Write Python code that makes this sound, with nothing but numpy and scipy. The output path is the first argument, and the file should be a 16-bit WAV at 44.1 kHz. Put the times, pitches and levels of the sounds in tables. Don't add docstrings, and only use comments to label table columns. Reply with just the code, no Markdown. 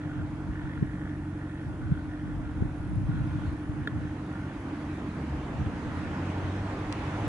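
import sys
import numpy as np
from scipy import signal
from scipy.io import wavfile
from scipy.ndimage import uniform_filter1d, map_coordinates

SR = 44100
rng = np.random.default_rng(int(sys.argv[2]) if len(sys.argv) > 2 else 0)


def boost_factor(decibels):
    exponent = np.asarray(decibels, float) / 20
    return 10 ** exponent


def put_to_file(sound):
    columns = np.atleast_2d(sound).T
    safe = np.clip(columns, -1, 1)
    whole_steps = np.round(safe * 32767)
    wavfile.write(sys.argv[1], SR, whole_steps.astype(np.int16))


N = 321029


def evened(x):
    return x / np.sqrt(np.mean(x ** 2) + 1e-20)


def read(points, hz):
    f, value = np.transpose(points)
    return np.interp(np.log(hz + 1), np.log(f + 1), value)


def curve(rows, column=1):
    rows = np.array(rows, float)
    return np.interp(np.arange(N) / SR, rows[:, 0], rows[:, column])


def swells(rows, rise_db_per_s, fall_db_per_s, column=1):
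    t = np.arange(0, N + 64, 64)[:, None] / SR
    start, db, hold = np.array(rows, float).T[[0, column, 2]]
    rise = rise_db_per_s * np.maximum(start - t, 0)
    fall = fall_db_per_s * np.maximum(t - start - abs(hold), 0)
    gain = np.sqrt((boost_factor(db - rise - fall) ** 2).sum(1))
    return np.interp(np.arange(N) / SR, t[:, 0], gain)


def drift(rate_hz):
    knots = rng.standard_normal(200)
    return evened(map_coordinates(knots, [np.arange(N) / SR * np.clip(rate_hz, .1, 25)], order=3))


def ring(x, hz, width):
    r = np.exp(-np.pi * width / SR)
    return 2 * signal.lfilter([1 - r], [1, -r * np.exp(2j * np.pi * hz / SR)], x).real


# (f/Hz, left minus right level/dB)
PORT_LEAN = [(60, 1.5), (220, -1.5), (800, -2.5), (2900, -0.5), (10600, 0)]


def noise(colour, same, lead, patchy_db, size=1024):
    hz = np.fft.rfftfreq(size, 1 / SR)
    frames = 4 * N // size + 5
    a, b, c, d, patches = rng.standard_normal((frames, len(hz), 5)).T
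    patches = uniform_filter1d(patches, size=10, axis=0)
    patches = evened(uniform_filter1d(patches, size=12, axis=1))
    like = np.clip(same(hz), -1, 1)[:, None]
    left = a + 1j * b
    shared = like * left * np.exp(-1j * lead(hz))[:, None]
    right = shared + np.sqrt(1 - like ** 2) * (c + 1j * d)
    inside = (hz >= colour[0][0]) & (hz <= colour[-1][0])
    z = np.array([left, right]) * boost_factor(read(colour, hz)[:, None] + patchy_db * patches) * inside[:, None]
    z = z * boost_factor(np.array([.5, -.5])[:, None] * read(PORT_LEAN, hz))[:, :, None]
    return evened(signal.istft(z, nperseg=size, noverlap=size - size // 4)[1][:, :N])


# (multiple of the engine cycle, rms level/dB)
IDLE_HARMONICS = [(6, -52.6), (8, -45.0), (10, -55.8), (12, -45.0), (14, -52.0), (16, -49.2), (21, -57.9),
                  (22, -55.0), (23, -52.0), (24, -57.4), (25, -51.7), (26, -41.8), (27, -52.2), (28, -51.5)]
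# (t/s, level/dB)
IDLE_LOUDNESS = [(0, 1), (1, 1.5), (1.6, 0.5), (2.5, 0.5), (3.3, 0.5), (4, 0), (5, -2.5), (6, 0),
                 (7.28, 0.5)]


def idling_engine():
    cycle_hz = 11.571
    angle = 2 * np.pi * cycle_hz * np.arange(N) / SR + 0.089 + 0.023 * drift(rate_hz=1.154)
    ports = np.array([[-.004], [.004]])
    hum = np.zeros((2, N))
    for k, db in IDLE_HARMONICS:
        smear = .8 * (k - 26) + .21 * abs(k - 26) ** 3
        level = boost_factor(db + 1.36 * drift(rate_hz=2.273))
        hum += level * np.cos(k * (angle + ports * k / 26) + smear)
    port_gain = boost_factor(np.array([[-.4], [.4]]))
    return np.sqrt(2) * boost_factor(curve(IDLE_LOUDNESS)) * hum * port_gain


# (t/s, rms level/dB)
THROTTLE = [
    (4.8, -66),
    (5.2, -42.5),
    (5.7, -49),
    (6.0, -44.5),
    (6.3, -38.5),
    (6.6, -33.5),
    (6.75, -40),
    (7.05, -45.5),
    (7.28, -33),
]


def revving_engine():
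    start_s, start_hz, climb_hz_per_s = 4.8, 65.8, 17.2
    since = np.arange(N) / SR - start_s
    firing_hz = start_hz + climb_hz_per_s * since + 1.425 * drift(rate_hz=8)
    angle = 2 * np.pi * np.cumsum(firing_hz) / SR
    tone = np.sin(angle) + boost_factor(-9.0) * np.sin(2 * angle)
    return np.sqrt(2) * boost_factor(curve(THROTTLE)) * (since > 0) * tone


# (f/Hz, level/dB per Hz)
RUMBLE_COLOUR = [(12, -42), (25, -23), (45, -5.5), (75, -1.5), (150, -4.5), (230, -5), (320, -6.5),
                 (380, -16), (480, -36), (650, -54)]
ROAR_COLOUR = [(220, -26.5), (310, 1), (370, 0), (530, -3), (900, -3), (1300, -7), (1900, -11.5),
               (2600, -21.5), (3400, -40)]
TYRE_COLOUR = [(1200, -12), (1700, -8.5), (2500, -8.5), (3500, -14), (4600, -20.5), (5500, -23),
               (6350, -23.5), (7300, -27), (9000, -31.5), (11100, -37.5)]
DECK_COLOUR = [(12, -20), (25, -12), (42, 2), (65, -0.5), (90, -11)]
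# (f/Hz, 0 to 1)
FAR_LIKENESS = [(60, .985), (130, .997), (260, .996), (380, .975), (550, .91), (1150, .58), (2400, .27),
                (5000, .03), (10600, .18)]
# (f/Hz, phase/rad)
FAR_LEAD = [(100, 0), (250, -.03), (400, -.15), (900, -.3), (1500, -.6), (3000, -.5)]
# (t/s, level/dB over the quietest moment)
ROAD_SWELL = [(0, 2), (.6, 1.5), (1.2, 0), (2.4, 1), (3.1, 2), (3.45, 4.5), (3.65, 2), (4, 3.5), (4.3, 4),
              (4.85, 6), (5.7, 7.5), (6.25, 10), (6.55, 9.5), (6.9, 10), (7.05, 11.5), (7.28, 12)]
# (t/s, level/dB, hold/s)
LORRY_PASSES = [
    (.6, -43, .1),
    (1.4, -52.5, 0.72),
    (2.5, -42, 0.3),
    (5.2, -55, 0),
    (7.28, -48.5, 0),
]
# (t/s, tyre hiss level/dB, hold/s)
CAR_SWISH = [
    (3.36, -59.5, 0.11),
]


def road():
    far = dict(same=lambda hz: read(FAR_LIKENESS, hz), lead=lambda hz: read(FAR_LEAD, hz))
    wall_db, open_db, turn_s, turn_length_s = -45, -38, 3.24, 1
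    turned = .5 + .5 * np.tanh((np.arange(N) / SR - turn_s) / turn_length_s)
    rumble_gain = boost_factor(wall_db + (open_db - wall_db) * turned)
    rumble = rumble_gain * noise(RUMBLE_COLOUR, **far, patchy_db=2.5, size=4096)
    lorry_gain = swells(LORRY_PASSES, rise_db_per_s=21, fall_db_per_s=10.5)
    lorries = lorry_gain * noise(DECK_COLOUR, **far, patchy_db=-1.0, size=4096)
    swell_db = curve(ROAD_SWELL)
    roar = boost_factor(-50 + swell_db) * noise(ROAR_COLOUR, **far, patchy_db=1.18)
    steady_hiss = boost_factor(-63 + 1.27 * swell_db)
    swish = swells(CAR_SWISH, rise_db_per_s=40, fall_db_per_s=90)
    hiss = np.hypot(steady_hiss, swish) * noise(TYRE_COLOUR, **far, patchy_db=1.75)
    return rumble + lorries + roar + hiss


# (f/Hz, width/Hz, ramp/dB per s, [(t/s, rms level/dB, hold/s)])
TYRE_SONGS = [
    (6370, 620, 20, [(4.3, -78.5, .4), (5.3, -81, .6), (6.3, -79, 0.24), (6.9, -79, .4)]),
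    (10900, 250, 190, [(4.6, -76, 0), (4.8, -82, 0.07), (4.96, -74, .02)]),
]


def tyre_song():
    air = rng.standard_normal((2, N))
    air[1] = .5 * air[0] + .85 * air[1]
    song = np.zeros((2, N))
    for hz, width, ramp, rows in TYRE_SONGS:
        band = evened(ring(ring(air, hz, width), hz, width))
        song += swells(rows, ramp, ramp) * band
    return song


# (t/s, level/dB, hold/s)
DRAUGHT_GUSTS = [(.07, -49, 0.045), (.2, -37.5, 0.021), (.34, -43, 0), (.49, -38, 0.0079), (.65, -40, .02),
                 (.81, -35.5, .03), (1.0, -50, .2), (1.68, -40, 0.027), (1.84, -35.5, 0),
                 (1.91, -34.5, 0.02), (2.06, -43, 0.025), (2.26, -40.5, 0.23), (2.62, -29, 0),
                 (2.81, -40, 0.19), (2.93, -35, 0.29), (3.22, -38, 0.15), (3.37, -41, .16),
                 (3.7, -39.5, 0.041), (3.79, -40, 0.043), (3.96, -38.5, 0.082), (5.19, -56, 0.15),
                 (5.61, -35, 0.054), (5.75, -42, 0), (5.88, -39, 0), (5.98, -45, 0.12), (6.45, -40.5, 0),
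                 (7.27, -38, 0.077)]
# (f/Hz, level/dB per Hz)
DRAUGHT_COLOUR = [(12, -33), (40, -17.5), (70, 1), (120, 1.5), (180, -5.5), (250, -13), (350, -47),
                  (500, -27), (700, -73)]
# (t/s, peak level/dB, f/Hz, length/cycles, right port lag/ms)
EDDIES = [(.828, -14, 154, 0.81, 0.86), (1.923, -16, 154, 1.16, 1.05), (2.624, -20, 171, 0.45, 0.8),
          (2.656, -20.5, 121, 0.57, 1), (3.094, -19, 147, 1.5, 0.86), (3.21, -24, 138, 1.1, 0.77),
          (3.697, -20.5, 107, 0.6, 0.75), (0.061, -29, 142, 0.93, 0.57), (0.199, -26, 149, 0.92, 0.83),
          (0.499, -29, 69.6, 1.8, 0.88), (1.676, -25.5, 91, 1.4, .8), (2.979, -20.5, 114, 0.77, .8),
          (3.16, -23.5, 98, 0.7, 1.3), (3.238, -31, 80, 1.5, .8), (3.369, -26, 103, 1.7, 0.73),
          (3.48, -24, 89, 1.8, 0.97), (3.534, -24, 100, 0.79, 1.1), (3.951, -31, 109, 3.9, 1.3),
          (5.625, -42, 114, 1.3, 0.91)]


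def draught():
    flow = noise(DRAUGHT_COLOUR, lambda hz: .97 - hz / 450, lambda hz: 2 * np.pi * hz * 0.001,
                 patchy_db=-1.0, size=2048)
    gusts = swells(DRAUGHT_GUSTS, rise_db_per_s=214, fall_db_per_s=192)
    out = gusts * boost_factor(3.0 + 0.64 * drift(rate_hz=20)) * flow
    for s, db, hz, cycles, lag_ms in EDDIES:
        turns = (np.arange(-2000, 2000) / SR - np.array([[0], [lag_ms / 1000]])) * hz
        eddy = np.exp(-(turns / cycles) ** 2) * np.cos(2 * np.pi * (turns - .1 - 0.06 * turns ** 2))
        core_size = 0.21 / cycles * hz / 160
        core = core_size * np.exp(-(turns / 0.51) ** 2) * np.cos(2 * np.pi * 2.38 * turns)
        at = round(s * SR) - 2000
        out[:, at:at + turns.shape[1]] -= boost_factor(db) * (eddy + core)
    return out


def focus_steps(accents_db, clump_db):
    steps = np.arange(0, N - 400, SR / 200).astype(int)
    accent_db = np.resize(accents_db, len(steps)) + clump_db * drift(rate_hz=18)[steps]
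    draw = rng.standard_normal((len(steps), 3)).clip(-2, 1.6)
    size = boost_factor(accent_db + 1.6 * draw[:, 0])
    knocks = np.zeros(N)
    knocks[steps] = size * np.sign(draw[:, 1])
    rebounds = steps + 60 + (25 * draw[:, 2]).astype(int)
    knocks[rebounds] = .6 * size * draw[:, 1]
    knocks = evened(knocks) + 0.25 * rng.standard_normal((2, N))
    return np.array([knocks[0], np.roll(knocks[1], -5)])


# (panel 1 front or 2 side, f/Hz, width/Hz, level/dB)
SHELL_MODES = [
    (1, 1445, 125, -1),
    (1, 3290, 120, -17),
    (2, 1780, 180, 2),
    (2, 3330, 200, -17),
]
# (t/s, front panel level/dB, hold/s, side panel level/dB)
FOCUS_RUNS = [(0, -50, 0.073, -55.5), (.15, -54, .25, -68), (.57, -52, 0.49, -53.5), (1.1, -55, 0.04, -57),
              (1.28, -50.5, 0.07, -66), (1.43, -51, .16, -55.5), (1.62, -53, 0.067, -68),
              (1.85, -48.5, .03, -68), (1.95, -49.5, 0.08, -69), (2.14, -53, .05, -56),
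              (2.26, -51, .1, -64), (2.45, -55, .08, -62), (2.6, -51, .08, -66), (2.76, -51, .09, -68),
              (3.1, -50, .1, -59), (3.28, -48, 0.095, -64), (3.5, -53, .22, -61), (3.82, -54, .22, -57),
              (4.33, -50.5, .2, -60), (4.72, -52, 0.12, -70), (5.4, -54, .12, -71), (5.97, -48, .1, -57),
              (6.15, -52, .06, -65), (6.46, -47, 0, -59), (6.7, -56, .15, -60)]


def focus_drive():
    knocks = {1: focus_steps([-7, -8, -3, 0], clump_db=3),
              2: focus_steps([-12, -13, -6, 0], clump_db=1.5)}
    runs = {1: swells(FOCUS_RUNS, 90, 90),
            2: swells(FOCUS_RUNS, 90, 90, column=3)}
    out = np.zeros((2, N))
    for panel, hz, width, db in SHELL_MODES:
        panel = int(panel)
        rung = ring(ring(knocks[panel], hz, width), hz, 3 * width)
        out += runs[panel] * boost_factor(db + 18.0) * rung
    return out


def ticking(rate_hz, spread_db, burst_s, accents_db):
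    turns = np.arange(N) / SR * rate_hz
    sizes = boost_factor(spread_db * rng.standard_normal(2000) + np.resize(accents_db, 2000))
    decay = np.exp(-(turns % 1) / rate_hz / burst_s)
    return sizes[turns.astype(int)] * decay * rng.standard_normal((2, N))


# (t/s, level/dB, hold/s)
APERTURE_RUNS = [(.83, -88, .3), (1.5, -83, 0.24), (2.83, -76.5, 0.11), (3.3, -80, .38), (4.33, -80, 0),
                 (4.6, -86, .8), (6, -80, 0), (6.83, -85, 0.11), (7.17, -87, 0.072)]


def aperture_drive():
    chirps = ticking(rate_hz=47.4, spread_db=1.5, burst_s=.006, accents_db=[-4, -1, 0])
    chirps = ring(ring(chirps, 9740, 520), 9740, 520)
    chirps[1] = .9 * chirps[0] + .3 * chirps[1]
    gain = boost_factor(-94) + swells(APERTURE_RUNS, rise_db_per_s=50, fall_db_per_s=50)
    return gain * evened(chirps)


# (f/Hz, level/dB, t60/s)
CLICK_MODES = [(1410, -6, 0.031), (1720, 4, 0.015), (3270, -17, 0.03), (3680, -15, .025), (430, -13, 0.046),
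               (2550, -14, .012), (4350, -17, .014), (8100, -37, .008)]


def shell_click():
    start_s, peak_db = 3.8733, -19
    out, t = np.zeros((2, N)), np.arange(3000) / SR
    ports = t + np.array([[0], [.0001]])
    click = np.zeros((2, len(t)))
    for k, (hz, db, t60) in enumerate(CLICK_MODES):
        click += (-1) ** k * boost_factor(db - 60 * t / t60) * np.sin(2 * np.pi * hz * ports)
    click *= (1 - np.exp(-t / 0.00075)) ** 2
    edge_gain = boost_factor(-27 - 60 * t / 0.015) * (1 - np.exp(-t / .0003))
    click += edge_gain * rng.standard_normal((2, len(t)))
    out[:, round(start_s * SR):][:, :len(t)] += boost_factor(peak_db) * click
    return out


def shell_snap():
    start_s, peak_db, t60_s = 6.9255, -18, .016
    out, t = np.zeros((2, N)), np.arange(3000) / SR
    taps = 0.5 * rng.standard_normal((2, len(t))) * (rng.random((2, len(t))) < .3)
    taps[1] = .6 * taps[1] + .5 * np.roll(taps[0], -1)
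    taps[0, [12, 32]] = 1.5, 1.7
    taps[1, [4, 12, 25]] = .9, -1.2, .8
    spike = np.exp(-abs(t[:25] - t[12]) / .00008) - .4 * np.hanning(25)
    crack = signal.lfilter(spike, 1, taps * boost_factor(-60 * t / t60_s))
    out[:, round(start_s * SR) - 12:][:, :len(t)] += boost_factor(peak_db) * crack
    return out


def scene():
    distant = idling_engine() + revving_engine() + road() + tyre_song()
    at_camera = draught() + focus_drive() + aperture_drive() + shell_click() + shell_snap()
    return distant + at_camera


def top_cut(x):
    return signal.sosfilt(signal.butter(12, 11050, fs=SR, output="sos"), x)


# (f/Hz, level/dB per Hz)
MIC_HISS = [(1500, -31), (2500, -10), (4000, -3), (6000, -1), (8000, -2), (10000, -1.5), (11100, -2)]


def record(dry):
    hiss = noise(MIC_HISS, lambda hz: .1 + 0 * hz, lambda hz: 0 * hz, patchy_db=1.0)
    low_pass = signal.firwin(511, 11020, window=("kaiser", 9), fs=SR)
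    padded = np.pad(dry + boost_factor(-71) * hiss, ((0, 0), (255, 255)), "reflect")
    mix = signal.oaconvolve(padded, low_pass[None], "valid", axes=1)
    return top_cut(mix)


dry = scene()
out = record(dry)
put_to_file(out)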